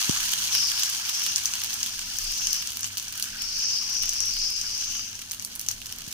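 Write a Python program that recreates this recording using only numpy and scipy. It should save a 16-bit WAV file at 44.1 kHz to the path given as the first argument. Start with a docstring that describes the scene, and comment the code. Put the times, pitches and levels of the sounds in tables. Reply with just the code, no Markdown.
"""Batter frying on a hot griddle

Batter fries on a hot iron griddle in a home kitchen, heard close by through two unlike microphone ports.
Clumped random clicks make the crackle of tiny steam bubbles; resonators ring as bubbles under the batter.
Larger bubbles pop as a snap with decaying noise; steam, pressed out by the ladle, is noise in narrow bands,
and gaps whistle faintly. Under it lie room noise, hum tones, a swelling rumble and two dull bumps."""
import sys
import numpy as np
from scipy import signal
from scipy.fft import rfft, irfft
from scipy.io import wavfile
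from scipy.ndimage import map_coordinates

SR = 44100
rng = np.random.default_rng(int(sys.argv[2]) if len(sys.argv) > 2 else 0)


def int16_out(signal):
    """Quantize to a 16-bit WAV file."""
    q = np.round(np.clip(np.atleast_2d(signal).T, -1, 1) * 32767)
    wavfile.write(sys.argv[1], SR, q.astype(np.int16))


N = 270333


def amp(db):
    """Amplitude ratio of a level in dB, by the decibel law."""
    return 10 ** (np.asarray(db) / 20)


def rms_one(x):
    """Normalisation of mean power: the signal scaled to rms 1."""
    return x / np.sqrt(np.mean(x ** 2) + 1e-20)


def in_time(rows):
    """Linear interpolation of each column of a curve, sample by sample."""
    times_s, *columns = np.transpose(rows)
    return [np.interp(np.arange(N) / SR, times_s, column) for column in columns]


def drift(rate):
    """Band-limited fluctuation: a smooth curve through normal random knots, rate of them a second."""
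    knots = rng.standard_normal(1000)
    return map_coordinates(knots, [np.arange(N) / SR * np.clip(rate, .1, 150)], order=3)


def filtered(x, order, edges_hz, kind):
    """Butterworth filtering: a maximally flat pass band."""
    return signal.sosfilt(signal.butter(order, edges_hz, kind, fs=SR, output="sos"), x)


def colour(x, points):
    """Minimum-phase filtering: folding the cepstrum gives the causal response of a spectrum (f/Hz, level/dB)."""
    hz, db = np.transpose(points)
    grid = np.fft.rfftfreq(4096, 1 / SR) + 1
    log_gain = np.interp(np.log(grid), np.log(hz), db) * np.log(10) / 20
    cepstrum = irfft(log_gain)
    cepstrum[1:2048] *= 2
    cepstrum[2049:] = 0
    response = irfft(np.exp(rfft(cepstrum)))
    return signal.oaconvolve(x, response)[:N]


def resonance(x, hz, width_hz):
    """Damped resonance: a pole pair whose radius sets the bandwidth, with about unit gain at its peak."""
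    r = np.exp(-np.pi * width_hz / SR)
    zeros = np.array([1, 0, -1]) * (1 - r * r) / 2
    poles = [1, -2 * r * np.cos(2 * np.pi * hz / SR), r * r]
    return signal.lfilter(zeros, poles, x)


def bursts(per_s, spread_db, clump_db):
    """Clustered random process: clicks of fluctuating rate; most are small, a few larger when spread_db > 0."""
    crowding = .15 * drift(9) + .8 * drift(40) + .7 * drift(110)
    rate = per_s / SR * amp(clump_db * np.clip(crowding, -2, 1.6))
    born = rng.random(N) < rate
    size = amp(spread_db * np.minimum(rng.exponential(1, N), 4.0))
    return born * size * rng.choice([-1, 1], N) + 1e-18


def spots(clicks, lean_s, lag_s, echo_db, echo_t60, count=10):
    """Path difference: clicks are dealt to places, each with its own port delays and near echoes."""
    out, dealt = np.zeros((2, N)), rng.integers(0, count, N)
    t = np.arange(700) / SR
    for k in range(count):
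        offset_s = lean_s + lag_s * rng.uniform(-1.15, 1)   # half the delay of left behind right
        echoes = amp(echo_db - 60 * t / echo_t60) * rng.standard_normal((2, len(t)))
        direct = np.sinc((t - .0004 - offset_s * np.array([[1], [-1]])) * SR)
        out += signal.oaconvolve((clicks * (dealt == k))[None], echoes + direct, axes=1)[:, :N]
    return out


def ports(x):
    """Frequency response of the two ports: each colours the griddle differently, after a bass cut."""
    # response of each port to sound from the griddle: f/Hz, level/dB
    left_response = [(300, -19), (600, -17), (1000, -9.5), (1800, -4.5), (2450, -7.5), (2800, -1.5),
                     (3700, 2), (4600, 9.5), (5100, 7.5), (6300, 13), (7700, -1.5), (9800, -14),
                     (10900, -7), (12500, -23.5), (14800, -4.5), (15600, -65)]
    right_response = [(300, -31), (600, -13.5), (1000, -9), (1900, -7.5), (2500, 3), (2950, 9.5),
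                      (3400, 5.5), (4000, 4), (6000, 5.5), (7500, 3.5), (8200, 5.5), (9200, 0),
                      (10000, 3.5), (11000, -2), (14900, -0.5), (15600, 6.5)]
    x = filtered(x, 2, 550, "high")   # no bass comes from the batter
    return np.array([colour(x[0], left_response), colour(x[1], right_response)])


def crackle(level_db):
    """Superposition of impulses: countless tiny bursts merge into a hiss, with sharper single ticks above it."""
    fine = bursts(12000, spread_db=0.5, clump_db=3.0)
    fine = spots(fine, lean_s=.00003, lag_s=0.000041, echo_db=-21.0, echo_t60=0.033)
    ticks = bursts(1100, spread_db=4.5, clump_db=6.5)
    ticks = spots(ticks, lean_s=.00003, lag_s=0.00017, echo_db=-10.0, echo_t60=0.011)
    fine = signal.lfilter([1, -.15], [1], fine)   # the smallest bubbles are the brightest
    return amp(level_db) * rms_one(ports(rms_one(fine) + amp(-1.0) * rms_one(ticks)))


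def bubbling(swing_db):
    """Bubble resonance: size sets the pitch of bubbles ringing under the wet batter; they fade with the frying."""
    # bubbles of one size crowd in: t/s, half length/s, f/Hz, added share (ratio)
    gurgles = [(3.274, 0.16, 1560, 4.4), (3.805, 0.13, 1060, 3.4), (4.63, 0.061, 1550, 1.2)]
    gurgle_spread = 0.18   # of log pitch
    prevailing_hz, mean_db, follows, waver_db = 1550, -47.5, 0.91, -0.5   # follows: share of the frying's swing
    t = np.arange(N) / SR
    clicks = bursts(1200, spread_db=1.5, clump_db=4.0)
    dealt, rings = rng.integers(0, 14, N), 0
    for k, hz in enumerate(np.geomspace(750, 2300, 14)):
        share = 1.86 + np.exp(-.5 * (np.log(hz / prevailing_hz) / 0.06) ** 2)
        for s, half, at_hz, more in gurgles:
            off_pitch = np.log(hz / at_hz) / gurgle_spread
            share = share + more * np.exp(-((t - s) / half) ** 2 - off_pitch ** 2)
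        rings = rings + resonance(clicks * share * (dealt == k), hz, 0.035 * hz)
    level_db = mean_db + follows * swing_db + waver_db * drift(8.7)
    placed = spots(rings, lean_s=0, lag_s=.00003, echo_db=-75, echo_t60=0.07, count=1)
    return amp(level_db) * rms_one(ports(placed))


def steam():
    """Jet noise: puffs through many small gaps excite bands near a centre pitch and over an octave below it.

    The ports hear the puffs in unrelated phase."""
    # steam squeezed out from under the batter: t/s, level/dB (rms), centre f/Hz
    jets = [(0.0, -34, 6300), (0.5, -38, 6400), (0.54, -23, 5440), (0.585, -22.5, 5200),
            (0.615, -23.5, 5200), (0.65, -25, 5140), (0.68, -24.5, 5000), (0.76, -29, 5100),
            (0.9, -31, 5400), (1.0, -35, 5170), (1.3, -28, 5700), (1.42, -37.5, 6300), (2.0, -38, 5250),
            (2.18, -35.5, 5200), (2.44, -27.5, 5700), (2.61, -31.5, 5300), (2.77, -66, 5530),
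            (2.83, -32, 6500), (2.95, -91, 5650), (3.08, -45, 5750), (3.24, -42, 5740), (3.38, -40, 4600),
            (3.43, -31.5, 5150), (3.68, -24.5, 5400), (3.89, -30.5, 5080), (3.96, -26.5, 5560),
            (4.26, -30, 5480), (4.35, -28.5, 4930), (4.44, -25.5, 5150), (4.58, -31.5, 5460),
            (4.72, -30.5, 5200), (4.79, -30, 5730), (4.99, -32, 5950), (5.12, -40.5, 5750),
            (5.36, -63, 5900), (6.13, -70, 5800)]
    strong_jet_db, under_at_strong_db, under_gain_per_db = -26.5, -14, 0.68
    level_db, centre_hz = in_time(jets)
    # the weaker the jet, the larger the share of its lower band
    under_db = np.minimum(under_at_strong_db + under_gain_per_db * (strong_jet_db - level_db), -4.0)
    puffs = bursts(9000, spread_db=0.0, clump_db=1.5) * rng.choice([-1, 1], (2, N))
    dealt, main, under = rng.integers(0, 14, N), 0, 0
    for k, hz in enumerate(np.geomspace(4450, 6700, 14)):
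        nearness = np.exp(-.5 * (np.log(hz / centre_hz) / 0.094) ** 2)
        gap = puffs * (dealt == k) * (0.28 + nearness)
        gap = gap * amp(1.9 * drift(18))   # each gap opens and closes on its own
        main = main + resonance(resonance(gap, hz, 450), hz, 940)
        under = under + resonance(gap, 0.444 * hz, 480)
    right_stronger = amp([[0], [1.5]])
    return amp(level_db) * rms_one(ports((main + amp(under_db) * under) * right_stronger))


def kitchen():
    """Interchannel coherence: room noise is more alike at both ports in the bass; hum and rumble are identical."""
    # room noise spectrum, normalised below: f/Hz, relative level/dB
    room_spectrum = [(29, -32.5), (50, 0.5), (92, -1), (150, -6), (238, -7), (292, -10.5), (522, -17.5),
                     (582, -18.5), (900, -18.5), (1170, -38), (1980, -120)]
    # wavering hum tones: f/Hz, width of each of two resonances/Hz, level/dB (rms)
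    hum_tones = [(61.2, 18, -66), (100.8, 5.8, -60.5), (198, 10, -65), (594, 7.8, -78), (650, 23, -76.5)]
    # swells added to the steady rumble: t/s, top level/dB (rms), half length/s
    rumble_swells = [(0.233, -52, 0.07), (0.66, -64, .1), (1.55, -67, .2), (2.286, -48.5, 0.23),
                     (3.486, -58, 0.25), (4.244, -46.5, 0.37), (4.902, -54, 0.09), (5.92, -61, 0.16)]
    room_db, rumble_db = -57.5, -62.5
    rise_s, rise_db = 5.66, 2   # the room noise grows a little toward the end
    t = np.arange(N) / SR
    mid, side = (rms_one(colour(rng.standard_normal(N), room_spectrum)) for _ in range(2))
    side = filtered(side, 2, 260, "high") * amp(-1.5)
    late_db = rise_db / (1 + np.exp((rise_s - t) / .15))
    room = amp(room_db + late_db) * (mid + side * [[1], [-1]])
    hum = amp(-61.5 + 2.0 * drift(3.86)) * np.sin(2 * np.pi * 243.0 * t)   # motor tone, steady in pitch
    for hz, width, db in hum_tones:
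        tone = resonance(resonance(rng.standard_normal(N), hz, width), hz, width)
        hum = hum + amp(db) * rms_one(tone)
    deep = filtered(rng.standard_normal(N), 4, [19, 33], "band")
    swell = amp(rumble_db) + sum(amp(db) * np.exp(-((t - s) / half) ** 2) for s, db, half in rumble_swells)
    return room + hum + swell * rms_one(deep)


def pops(rows):
    """Impulsive rupture: a snap and a spatter of noise decay in three stages, in bands of each bubble's own mix."""
    # level of the long tail in the edge, ring, body and top bands: level/dB
    linger_db = (-12, -12, -10, -21)
    snap_height, snap_t60_s = 6.1, .004   # height against noise of rms 1
    spatter_db, spatter_t60_s, linger_t60_s = -11, 0.023, 0.25
    rise_time_s = 0.00079   # time constant of a short noise rise into each snap
    top_db = 0.5   # the highest treble against the edge
    lead, length = 40, 3000   # samples before the snap, and in all
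    t, out = (np.arange(length) - lead) / SR, np.zeros((2, N + length))
    noise = rng.standard_normal((len(rows), 2, length))   # different at each port
    noise[:, :, lead] = snap_height * np.sign(noise[:, :1, lead])   # the skin tears in one snap
    bands_hz = [8450, 14700], [5020, 10560], [785, 3900], [12000, 18000]   # edge, ring, body, top
    age, rise = np.maximum(t, 0), np.exp(np.minimum(t, 0) / rise_time_s)
    early = amp(-60 * age / snap_t60_s) + amp(spatter_db - 60 * age / spatter_t60_s)
    fades = [rise * (early + amp(db - 60 * age / linger_t60_s)) for db in linger_db]
    for (s, edge_db, ring_db, body_db), hiss in zip(rows, noise):
        levels_db = edge_db, edge_db + ring_db, edge_db + body_db, edge_db + top_db
        window = out[:, round(s * SR):][:, :length]
        for band_hz, fade, level_db in zip(bands_hz, fades, levels_db):
            part = filtered(hiss * fade, 2, band_hz, "band")
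            window += amp(level_db) * part / abs(part).max(axis=1)[:, None]
    return ports(out[:, lead:N + lead])


def small_pops(swing_db):
    """Uniform random arrivals: times and levels of lesser bubbles, stronger while the frying is lively."""
    # centres of the random levels: edge level/dB, ring against edge/dB, body against edge/dB
    centre_db = (-34, -11, -1)
    # spread of the same three levels: edge/dB, ring/dB, body/dB
    level_spread_db = (3, 5, 5)
    count, follows = 90, 0.96   # follows: share of the frying's swing
    s = rng.uniform(0, N / SR, count)
    levels = centre_db + np.minimum(rng.standard_normal((count, 3)), 1) * level_spread_db
    levels[:, 0] += follows * swing_db[(s * SR).astype(int)]
    return np.column_stack([s, levels])


def bumps():
    """Structure-borne knocks through the stand: each swing takes about twice as long as the last, left port first."""
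    # knocks before filtering: t/s, drive level/dB, signed push (ratio), first swing/s, length/s
    knocks = [(0.0945, -9.5, -0.72, 0.0011, 0.0046), (6.076, -18.5, 0.23, 0.0024, 0.0038)]
    right_delay_s = .00094
    t, out = np.arange(N) / SR - np.array([[0], [right_delay_s]]), np.zeros((2, N))
    for s, drive_db, push, swing, length in knocks:
        age = np.maximum(t - s, 0)
        fade = np.exp(-(age / length) ** 2.04)
        out += push * amp(drive_db) * fade * np.sin(4.34 * np.log(1 + age / swing))
    out = filtered(out, 1, [30, 650], "band")
    out = filtered(out, 1, 1100, "low")
    return out * amp([[1.5], [-1.5]])


def whistles():
    """Narrow-band noise: breathy tones swell and go, unrelated at the two ports and stronger at the left."""
    # a gap in the batter whistles: t/s, half length/s, f/Hz, level/dB (rms before swell and port balance)
    gap_tones = [(0.585, .02, 5500, -31), (0.615, 0.033, 5360, -25), (0.645, 0.021, 5170, -31),
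                 (0.76, 0.072, 5210, -37), (1.142, 0.033, 5770, -36), (2.274, 0.07, 4800, -39),
                 (3.425, 0.043, 5400, -38), (3.8, 0.035, 5400, -44), (3.97, 0.12, 5770, -31.5),
                 (4.175, .03, 5450, -33), (4.19, .03, 4800, -43), (4.266, 0.056, 5750, -28.5),
                 (4.56, 0.052, 4900, -36.5), (4.721, 0.13, 4830, -43), (4.797, 0.061, 5960, -39),
                 (4.87, 0.065, 4900, -41), (4.96, .08, 5940, -54), (5.005, 0.066, 4870, -40),
                 (4.86, 0.065, 2960, -53), (4.96, 0.055, 2960, -47), (5.03, 0.045, 3080, -54),
                 (4.44, 0.059, 5120, -34), (4.51, 0.036, 5200, -32), (3.76, 0.052, 5100, -31)]
    width_hz = 190   # of each of two resonances
    t, out = np.arange(-SR // 4, SR // 4) / SR, np.zeros((2, N + SR))
    for s, half, hz, db in gap_tones:
        tone = rng.standard_normal((2, len(t)))
        tone = resonance(resonance(tone, hz, width_hz), hz, width_hz)
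        out[:, round(s * SR) - SR // 4:][:, :len(t)] += amp(db) * rms_one(tone) * np.exp(-(t / half) ** 2)
    return out[:, :N] * amp([[4.0], [-3.0]])


def scene():
    """Linear superposition of griddle, stand and kitchen."""
    # vigour of the frying, as the fine crackle: t/s, level/dB (rms)
    frying = [(0.0, -23), (0.3, -24.5), (0.56, -26.5), (1.37, -29), (2.1, -32.5), (2.4, -31), (2.94, -36),
              (4.28, -35), (4.9, -34.5), (5.2, -40), (5.67, -40), (6.13, -37.5)]
    # large bubbles before port colouring: t/s, edge peak level/dB, ring against edge/dB, body against edge/dB
    large_pops = [(0.0169, -23, -28, 3.5), (0.0371, -25, -1, 1.0), (0.095, -13.5, 7, -0.5),
                  (0.1114, -19.0, 9, -3), (0.1494, -17, -11.0, -18.0), (0.1634, -14.5, 1, 0.5),
                  (0.1734, -19, 8, -4), (0.2036, -24, 0.0, -13), (0.2322, -12.0, -7, -15),
                  (0.2586, -14, -8.0, -8), (0.3198, -8, -10.0, -22.0), (0.3364, -5.5, -10.0, -8.5),
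                  (0.4026, -17.0, -4, -8), (0.4552, -16, -4.0, -4), (0.5237, -22, -18.0, -16),
                  (0.5301, -13.0, -20.0, -4), (0.5504, -2, -7.0, -9.5), (0.5554, -23, -15.0, -9.0),
                  (0.584, -26, -2, 3), (0.5938, -30, -5, -3.0), (0.617, -21, -2, -7.0),
                  (0.6234, -25, -12, -21), (0.6276, -21, 0, 1), (0.6703, -17, -11, -16),
                  (0.6811, -18.0, -13.0, -16.0), (0.6854, -19, 2, -2.0), (0.7176, -10, -9.0, -7.5),
                  (0.7769, -17, -17.0, -5), (0.7985, -9.5, -12, -10), (0.8243, -17, 5, -2),
                  (0.8342, -8, 3, -5), (0.899, -8, -10, -22.0), (1.0655, -27, -10.0, -22.0),
                  (1.0919, -12, -18.0, -6.0), (1.0955, -9, -4, -12), (1.0995, -17, -5, -13),
                  (1.1956, -16, -17.0, -17), (1.2189, -15.0, -15.0, -6), (1.2355, -13, -19.0, -17),
                  (1.2646, -7.5, -24, -6), (1.3477, -25, -2.0, -6), (1.3601, -13.5, 7, -15),
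                  (1.3676, -16.0, -20.0, -24), (1.3816, -14, 4, -2.5), (1.4369, -16.0, -11.0, -22.0),
                  (1.4477, -18, -14, -22.0), (1.4568, -3.5, -2, -16), (1.4678, -18, 4, -5),
                  (1.5373, -15.5, 6.5, 1), (1.5421, -22, -6, -20.0), (1.5543, -13, -6.0, -7.5),
                  (1.6176, -16, -11, -4), (1.6369, -9.5, -3, -14), (1.6454, -8.5, -17, -12),
                  (1.7057, -15.5, -9, -5.5), (1.731, -11.5, -0.5, -14), (1.7409, -10, -18.0, -28.0),
                  (1.804, -19.0, 2, -20.0), (1.8307, -11, 2.5, -5), (1.8387, -19.0, -19.0, -19.0),
                  (1.8622, -12.5, -16, -7), (1.9924, -20, 5, -2.0), (2.0735, -23, -20.0, -19),
                  (2.0828, -27, -12, -19.0), (2.1395, -23, -12, -17), (2.169, -15, -8, -23.0),
                  (2.1864, -9.0, -5, -17), (2.2049, -19, -10.0, -21.0), (2.2307, -16, -4, -18.0),
                  (2.2415, -14, -17, -22.0), (2.3187, -15, -16.0, -22), (2.3236, -21, -16.0, -2),
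                  (2.3468, -25, -15, -21.0), (2.3773, -19.0, 0, -21.0), (2.4092, -20.0, -15, -18.0),
                  (2.4195, -16, -2.0, -5), (2.4639, -19.0, -7.0, -9.0), (2.471, -11, 4, -7.5),
                  (2.5073, -15, -1, -17), (2.5309, -5.5, -2, -18.0), (2.5433, -18, -5, -7),
                  (2.565, -15, -4, -11), (2.6242, -14, -4, -6), (2.6734, -13.5, 1, -14.0),
                  (2.705, -17.0, -8, -23), (2.72, -17, -6.0, -9), (2.733, -20.0, -7, -7.0),
                  (2.7709, -10.5, -7, -12.5), (2.7934, -21, 4, -8), (2.808, -14, -16.0, -18),
                  (2.8316, -29, 16, 7.5), (2.8439, -17.5, 8.5, -1.5), (2.8651, -21, -13, -20.0),
                  (2.876, -20.0, -23.0, -29), (2.8934, -30, -2.0, -19.0), (2.9265, -57, -3.0, -9),
                  (2.9715, -15.0, 0, -1.5), (2.9761, -12, -13.0, -16), (2.9818, -10, -2, -12.5),
                  (2.9866, -27, -9.0, -1), (2.9978, -16, -1, -7), (3.0275, -19.0, -17, -17),
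                  (3.0822, -21, 2, -8.0), (3.1249, -16, -9, -17.0), (3.1551, -19.0, -14, -16.0),
                  (3.1771, -13, -15, -21), (3.1982, -12, -21, -9.0), (3.2255, -7, -5.5, -16),
                  (3.2415, -26.0, 9.5, 4), (3.249, -21, -7.0, -18.0), (3.2546, -28, -10, -33),
                  (3.3896, -29, -6.0, 2), (3.4206, -11, -1, -11), (3.4256, -28, -2, -17.0),
                  (3.5839, -17, -13.0, -12), (3.5898, -23.0, -7, -18.0), (3.6355, -22, -9.0, -13.0),
                  (3.755, -25.0, -8.0, -2), (3.8644, -29, -11.0, -8.0), (3.8968, -19, -6, -22),
                  (3.9254, -26, -9, -19.0), (3.9416, -19.0, -9, -10.0), (3.9909, -24, -7.0, -19.0),
                  (4.0257, -14.0, -20, -23), (4.031, -17, -6, -15.0), (4.0344, -12.5, -1, -4.5),
                  (4.0572, -18, -12.0, -19.0), (4.0928, -10, 2, -13), (4.1268, -22, -7, -2),
                  (4.134, -14, -2, -25.0), (4.2043, -14.5, 7, -8), (4.2527, -21.0, -3, -4),
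                  (4.2578, -15.5, -12, -19), (4.2786, -21.0, -12.0, -17), (4.3091, -24, -15.0, -22.0),
                  (4.338, -18, -3.0, -12), (4.3674, -20, -14.0, -3.5), (4.3883, -21, 2, -16.0),
                  (4.5046, -13, -12.0, -20), (4.6139, -19.5, 7, -5), (4.7497, -24.0, -9, -17.0),
                  (4.7777, -20, 4, -22), (4.797, -26.0, -10.0, -7), (4.8848, -33, -11.0, -17),
                  (4.9234, -21.0, -5, -8), (4.9505, -20, -13.0, -3), (4.9707, -20, -9.0, -16),
                  (4.9942, -28, -4, 3), (4.999, -23, -10.0, -17), (5.1098, -30, -8.0, -17.0),
                  (5.1536, -29, 8, -8), (5.1917, -22, 2, -5.0), (5.2169, -18.5, -4, -9),
                  (5.2211, -22, -3, -3.5), (5.2984, -29, 3, -12), (5.3114, -28, 11, 0),
                  (5.3173, -9.5, -5.5, -15), (5.3324, -19, -16.0, -8), (5.3362, -22, -22.0, -9),
                  (5.3463, -18, -7, -11.0), (5.3967, -18, 0, -12), (5.4241, -18, -5.0, -11.5),
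                  (5.4485, -9.5, -5.5, -18), (5.4632, -22, -14.0, -21.0), (5.5534, -17.0, -17, -21),
                  (5.5597, -16, -15, -14.0), (5.5951, -11, -8, -16), (5.6049, -22, -11, -8.5),
                  (5.6131, -14, -9.0, -16.0), (5.664, -23, 2, -4.0), (5.6864, -9.5, 0, -8),
                  (5.7093, -28.0, -3, 5), (5.7132, -10.5, -6, -23), (5.8175, -23, -6, -2.0),
                  (5.8262, -36, -14.0, -20.0), (5.859, -17, -1.5, -10.5), (5.8676, -19, -25.0, -14),
                  (5.9017, -35, 1.0, 7.0), (5.9249, -14, -5.0, -11), (5.9611, -23, -12, -33),
                  (5.9854, -18, -3, -12), (6.0194, -21, -2.0, -5.5), (6.0808, -20.0, -8.0, -15),
                  (6.1133, -22.0, -7, -25.0), (6.1262, -16, -4, -8)]
    frying_db, = in_time(frying)
    swing_db = frying_db - frying_db.mean()
    batter = crackle(frying_db) + bubbling(swing_db) + steam()
    batter = batter + pops(large_pops) + pops(small_pops(swing_db)) + whistles()
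    return batter + kitchen() + bumps()


def record(dry):
    """Saturation and band limiting: peaks are rounded, the last treble much weakened, then the top is cut."""
    dry = .9 * np.tanh(dry / .9)
    below = signal.sosfilt(signal.cheby1(10, .5, 15200, fs=SR, output="sos"), dry)
    below = below + amp(-27) * dry   # a weak remnant of the treble
    return signal.sosfilt(signal.cheby2(20, 60, 16700, fs=SR, output="sos"), below)   # 60 dB down at 16700 Hz


dry = scene()
out = record(dry)
int16_out(out)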